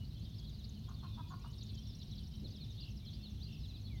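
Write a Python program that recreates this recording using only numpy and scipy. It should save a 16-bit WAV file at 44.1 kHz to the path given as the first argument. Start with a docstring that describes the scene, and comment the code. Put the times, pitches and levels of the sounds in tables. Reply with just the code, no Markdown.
"""Small bittern in a reed bed

A small bittern gives five short, hoarse coos: uneven pulses ringing one throat resonance.
Around it songbirds trill, chatter and whistle in quick, nearly pure slurs, scattered by the reeds,
over a far chorus. A low rumble, as of distant traffic, a faint hiss and one dull bump lie underneath."""
import sys
import numpy as np
from scipy import signal
from scipy.fft import rfft, irfft
from scipy.io import wavfile
from scipy.ndimage import uniform_filter1d

SR = 44100
rng = np.random.default_rng(int(sys.argv[2]) if len(sys.argv) > 2 else 0)


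def store_wav(level_fs):
    """Save 16-bit WAV to argv[1]."""
    pcm = np.round(np.clip(np.atleast_2d(level_fs), -1, 1) * 32767)
    wavfile.write(sys.argv[1], SR, pcm.T.astype(np.int16))


N = 176400

RUMBLE_DB, HISS_DB = -49, -72
BUMP_S, BUMP_RISE_S, BUMP_DECAY_S, BUMP_DB = 2.395, .05, 0.054, -55.5
CHORUS_WASH_DB, FAR_CHIRP_DB = -3.5, -1.5  # relative to the chorus level
FAR_CHIRPS_PER_S, FAR_CENTRE_HZ, FAR_SPREAD_OCT = 45, 3697, .33
WAVER_HZ, SONG_ATTACK, SONG_RELEASE = 22.3, 0.27, 0.38
CHIP_SPREAD_DB, BUZZ_PER_S = 3.5, 330
WARBLE_PER_S, WARBLE_SWING_HZ, WARBLE_SAG_HZ_PER_S = 52, 294, 1300
THROAT_WIDTH_HZ, COO_BAND_HZ, COO_ATTACK, COO_RELEASE = 250, (685, 1520), 0.29, 0.33
COO_JITTER, COO_SHIMMER_DB, COO_RASP = 0.17, 12.5, 0.56  # at a hoarseness of 1
REEDS_T60_S, REEDS_ONSET_S, COO_ECHO_DB, SONG_ECHO_DB = 0.43, .012, -8.5, -11.5
CUTOFF_HZ = 15900


def from_db(db):
    """Decibels to gain."""
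    return 10 ** (np.asarray(db) / 20)


def rms_one(x):
    """Scale to unit power."""
    return x / np.sqrt(np.mean(x ** 2) + 1e-20)


def add(out, start_s, x):
    """Mix a sound in at a time, trimmed to the scene."""
    i = int(start_s * SR)
    x, i = x[max(-i, 0):], max(i, 0)
    out[i:i + len(x)] += x[:max(N - i, 0)]


def span(length_s):
    """Progress 0-1 through a note."""
    return np.linspace(0, 1, max(int(length_s * SR), 16))


def swell(u, attack, release):
    """Smooth rise, hold and fall, in shares of the note."""
    rise = np.sin(np.pi / 2 * np.clip(u / attack, 0, 1)) ** 2
    fall = np.sin(np.pi / 2 * np.clip((1 - u) / release, 0, 1)) ** 2
    return rise * fall


def wander(n, rate_hz):
    """Random motion of spread about 1."""
    at = np.arange(n) * rate_hz / SR
    return np.interp(at, np.arange(4096), rng.standard_normal(4096))


def contour(u, shape):
    """Smooth path along a few points."""
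    return uniform_filter1d(np.interp(u, *np.transpose(shape)), max(len(u) // 7, 1), mode="nearest")


def resonate(x, hz, width_hz):
    """One resonance of gain 1."""
    r = np.exp(-np.pi * width_hz / SR)
    poles = [1, -2 * r * np.cos(2 * np.pi * hz / SR), r * r]
    return signal.lfilter(np.array([1, 0, -1]) * (1 - r * r) / 2, poles, x)


def noise(spectrum, skirt_db=24):
    """Unit-power noise of a given colour, falling off by the octave beyond its ends."""
    hz, db = np.transpose(spectrum)
    octave, marks = np.log2(np.maximum(np.arange(N // 2 + 1) * SR / N, 1)), np.log2(hz)
    beyond = np.abs(octave - np.clip(octave, marks[0], marks[-1]))
    colour = from_db(np.interp(octave, marks, db) - skirt_db * beyond)
    return rms_one(irfft(rfft(rng.standard_normal(N)) * colour, N))


def whistle(hz, db):
    """One nearly pure bird note along a pitch path, wavering a little in pitch and level."""
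    n = len(hz)
    phase = 2 * np.pi * np.cumsum(hz + WAVER_HZ * wander(n, 300)) / SR
    peak = np.sqrt(2) * from_db(db + 1.35 * wander(n, 150))
    return peak * swell(np.linspace(0, 1, n), SONG_ATTACK, SONG_RELEASE) * np.sin(phase)


def reeds(x):
    """Many weak reflections from the stems, dying away."""
    t = np.arange(SR) / SR
    tail = rng.standard_normal(SR) * from_db(-60 * t / REEDS_T60_S) * np.clip(t / REEDS_ONSET_S, 0, 1)
    return signal.fftconvolve(x, tail / np.linalg.norm(tail))[:N]


def rumble():
    """A low bed of noise with a few droning resonances, as of distant traffic."""
    # colour of the bed: (frequency [Hz], relative level [dB])
    spectrum = [(13, -50.5), (22, -23), (48, -2), (108, 1.5), (155, -5.5), (177, -10), (214, -8),
                (247, -15.5), (311, -20), (370, -24), (614, -37.5), (700, -34.5), (910, -55.5),
                (1540, -120)]
    # resonances: (frequency [Hz], width [Hz], level [dB])
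    resonances = [(58.5, 8.5, -52.5), (103.9, 13.2, -52), (150, 9.2, -58), (209, 11.7, -60.5)]
    drones = sum(from_db(db) * rms_one(resonate(rng.standard_normal(N + SR), hz, width)[SR:])
                 for hz, width, db in resonances)
    drones = signal.sosfilt(signal.butter(4, 260, fs=SR, output="sos"), drones)
    return drones + from_db(RUMBLE_DB) * noise(spectrum)


def hiss():
    """Faint, steady broadband air."""
    # colour of the air: (frequency [Hz], relative level [dB])
    spectrum = [(300, 7.5), (600, 12.5), (1000, 8), (1800, 1), (5000, 4.5), (7500, -9), (9000, -3),
                (10300, -4.5), (11500, -1.5), (16000, -1)]
    return from_db(HISS_DB) * noise(spectrum)


def bump():
    """One soft, dull bump: low noise that swells and dies away."""
    # colour of the bump: (frequency [Hz], relative level [dB])
    spectrum = [(150, -20), (300, 8.5), (420, 0.5), (650, -9.5), (1000, -30), (2000, -52)]
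    t = np.arange(N) / SR - BUMP_S
    envelope = np.clip(t / BUMP_RISE_S, 0, 1) * np.exp(-np.maximum(t - BUMP_RISE_S, 0) / BUMP_DECAY_S)
    return from_db(BUMP_DB) * envelope * noise(spectrum)


def far_chorus():
    """Far birds: random short slurs over the wash of their echoes."""
    # fader of the whole chorus: (time [s], level [dB])
    fader = [(0.0, -66.5), (3.69, -64.5), (4.0, -69)]
    # colour of the wash: (frequency [Hz], relative level [dB])
    spectrum = [(1800, -17), (2400, -13.5), (2900, -5), (3500, -6), (4100, 0.5), (4700, -9), (5600, -10),
                (7200, -22.5)]
    chirps = np.zeros(N)
    for when, pitch, slope, length, loud in rng.random((int(FAR_CHIRPS_PER_S * N / SR), 5)):
        u = span(0.01497 + 0.0401 * length)
        octave = FAR_SPREAD_OCT * np.log(pitch / (1 - pitch)) / 2  # pitches cluster at the centre
        glide = .6 * (slope - .65) * (u - .5)
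        hz = FAR_CENTRE_HZ * 2 ** (np.clip(octave, -1, 1) + glide)
        add(chirps, when * N / SR, whistle(hz, db=8 * loud - 16 * abs(octave)))
    scattered = from_db(FAR_CHIRP_DB) * rms_one(chirps + reeds(chirps))
    wash = from_db(CHORUS_WASH_DB + 1.4 * wander(N, 50)) * noise(spectrum)
    return from_db(np.interp(np.arange(N) / SR, *np.transpose(fader))) * (scattered + wash)


def trills():
    """Each bird repeats one swept or buzzy chip at a steady pace."""
    # runs: (start [s], period [s], chip length [s], from [Hz], to [Hz], level [dB], buzz depth [Hz])
    runs = [(.194, .0991, .015, 7270, 5500, -71, 30), (0.041, .0996, 0.021, 4400, 4350, -63, 330),
            (1.415, .0816, .024, 5950, 4200, -64.5, 110), (1.39, .1185, .016, 5100, 7760, -70, 80),
            (1.785, .0808, .016, 5450, 5700, -63, 260), (1.39, .0808, 0.023, 8950, 9050, -79, 610),
            (1.525, .081, 0.0299, 4400, 3600, -62, 480)]
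    # length of each run: (chips [count])
    counts = [9, 10, 23, 6, 8, 13, 11]
    out = np.zeros(N)
    for (first, period, length, start_hz, end_hz, db, buzz_hz), count in zip(runs, counts):
        u = span(length)
        sweep = start_hz + (end_hz - start_hz) * u
        for k in range(count):
            buzz_cycles = BUZZ_PER_S * length * u * rng.uniform(0.803, 1.203) + rng.random()
            buzz = buzz_hz * np.sin(2 * np.pi * buzz_cycles)
            add(out, first + k * period, whistle(sweep + buzz, db + CHIP_SPREAD_DB * rng.normal()))
    return out


def songbirds():
    """Single whistles, each kind with its own pitch gesture."""
    # whistles that hook over and fall: (time [s], length [s], top pitch [Hz], level [dB])
    hooks = [(.462, 0.055, 4210, -60), (.577, 0.05, 4150, -62.5), (1.99, .045, 4150, -61),
             (2.103, 0.047, 4160, -59.5), (2.328, .042, 3990, -66), (2.437, 0.046, 4290, -56.5),
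             (2.535, 0.036, 4090, -63), (2.597, .066, 4396, -57), (3.057, 0.053, 4275, -57),
             (3.223, .068, 4450, -55.5), (3.626, .052, 4050, -59), (3.675, .058, 4250, -60.5),
             (3.733, 0.05, 4100, -59.5), (3.836, 0.072, 4390, -62)]
    # whistles that rise, dip and rise again: (time [s], length [s], first crest [Hz], level [dB])
    swoops = [(2.768, .103, 5190, -55.5), (3.394, .103, 5150, -58)]
    # thin high falls: (time [s], length [s], top pitch [Hz], level [dB])
    falls = [(1.143, .03, 6330, -75), (2.5, 0.033, 6700, -71), (2.699, 0.033, 6800, -71),
             (2.9, .032, 6700, -69), (3.099, .034, 6700, -73), (3.298, 0.036, 6700, -70),
             (3.508, .034, 6960, -76), (3.672, .036, 7100, -75), (3.806, .034, 7000, -74),
             (3.949, .034, 7000, -74.5)]
    # their pitch curves: (share of the note [0-1], pitch [ratio])
    hook_shape = [(0, .92), (.25, 1), (.5, 0.93), (.75, .82), (1, .72)]
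    swoop_shape = [(0, .645), (.18, .69), (0.331, .8), (0.471, 1), (0.581, 0.78), (.68, .78), (.84, .93),
                   (1, 1.1)]
    fall_shape = [(0, 1), (.5, .88), (1, .73)]
    # plain slurs, near and far: (time [s], length [s], start [Hz], middle [Hz], end [Hz], level [dB])
    slurs = [(-.01, 0.082, 2950, 2930, 2910, -68), (0.028, .09, 4050, 4450, 5950, -71),
             (0.179, .1, 3900, 4430, 6000, -68.5), (0.244, .045, 3650, 3210, 3050, -65.5),
             (.345, .045, 5000, 5430, 5600, -72), (.378, .032, 5700, 4600, 3950, -60),
             (.38, .11, 3300, 3330, 3300, -66.5), (0.867, .03, 3250, 3330, 3300, -67),
             (1.009, 0.11, 3350, 3100, 3450, -76), (1.13, .05, 3500, 3400, 3203, -73),
             (1.255, .085, 3300, 3480, 3500, -69), (1.285, 0.054, 6950, 6700, 5600, -72.5),
             (1.445, 0.088, 2850, 2940, 3220, -67.5), (1.682, .11, 2700, 2630, 2700, -76.5),
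             (1.768, .045, 3100, 3130, 3150, -62), (1.868, .055, 5450, 5370, 4160, -63.5),
             (2.5, 0.039, 4350, 4700, 5400, -63.5), (2.954, .045, 6300, 5490, 5200, -73),
             (3.118, .05, 3900, 4630, 5300, -61.5), (3.52, 0.047, 5400, 5300, 3800, -67),
             (3.57, .045, 6000, 5550, 5200, -72), (3.745, .05, 4100, 4780, 5250, -69),
             (3.882, 0.13, 2750, 2130, 2080, -69)]
    # fast warbles: (time [s], length [s], pitch [Hz], level [dB])
    warbles = [(2.776, .17, 3004, -64), (3.444, .175, 2960, -66)]
    out = np.zeros(N)
    for notes, shape in ((hooks, hook_shape), (swoops, swoop_shape), (falls, fall_shape)):
        for start, length, hz, db in notes:
            add(out, start, whistle(hz * contour(span(length), shape), db))
    for start, length, start_hz, middle_hz, end_hz, db in slurs:
        parabola = np.polyfit([0, .5, 1], [start_hz, middle_hz, end_hz], 2)
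        add(out, start, whistle(np.polyval(parabola, span(length)), db))
    for start, length, hz, db in warbles:
        t = span(length) * length
        swing = np.cos(2 * np.pi * WARBLE_PER_S * t)
        sag = WARBLE_SAG_HZ_PER_S * (t - length / 2)
        add(out, start, whistle(hz + WARBLE_SWING_HZ * swing - sag, db - 3 * swing))
    return out


def bittern():
    """Uneven pulses with an arching pitch ring one throat resonance; each coo starts hoarse and clears."""
    # coos: (time [s], length [s], pitch [Hz], throat resonance [Hz], level [dB], roughness [0-1])
    coos = [(0.878, 0.057, 384.7, 1080, -60, 0.51), (1.021, .054, 361, 1030, -58, 0.33),
            (1.165, 0.061, 338, 970, -56, .35), (1.298, 0.063, 377, 1040, -54, 0.28),
            (1.436, 0.049, 334.2, 1040, -59.5, 0.82)]
    # pitch curve of a coo: (share of the note [0-1], pitch [ratio])
    arch = [(0, .86), (.35, 1), (.65, .98), (1, 0.89)]
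    out = np.zeros(N)
    band = signal.butter(3, COO_BAND_HZ, "band", fs=SR, output="sos")
    for start, length, hz, throat_hz, db, roughness in coos:
        u = span(length)
        n, hoarseness = len(u), roughness * (1.5 - u)
        jitter = 1 + COO_JITTER * hoarseness * wander(n, hz)
        cycles = np.cumsum(hz * contour(u, arch) * jitter) / SR
        shimmer = from_db(COO_SHIMMER_DB * hoarseness * wander(n, hz))
        pulses = np.diff(np.floor(cycles), prepend=0) * shimmer  # one pulse a cycle
        rasp = COO_RASP * hoarseness * rng.standard_normal(SR)[:n] * (1 + np.cos(2 * np.pi * cycles))
        voice = signal.sosfilt(band, resonate(rms_one(pulses) + rasp, throat_hz, THROAT_WIDTH_HZ))
        add(out, start, from_db(db) * rms_one(voice) * swell(u, COO_ATTACK, COO_RELEASE))
    return out


def scene():
    """Mono mix of the near birds, their scatter in the reeds and the background."""
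    coos, song = bittern(), songbirds() + trills()
    scatter = reeds(from_db(COO_ECHO_DB) * coos + from_db(SONG_ECHO_DB) * song)
    return (coos + song + scatter + far_chorus() + rumble() + hiss() + bump())[None]


def record(dry):
    """A steep low-pass trims the very top."""
    return signal.sosfilt(signal.ellip(10, .1, 70, CUTOFF_HZ, fs=SR, output="sos"), dry)


dry = scene()
out = record(dry)
store_wav(out)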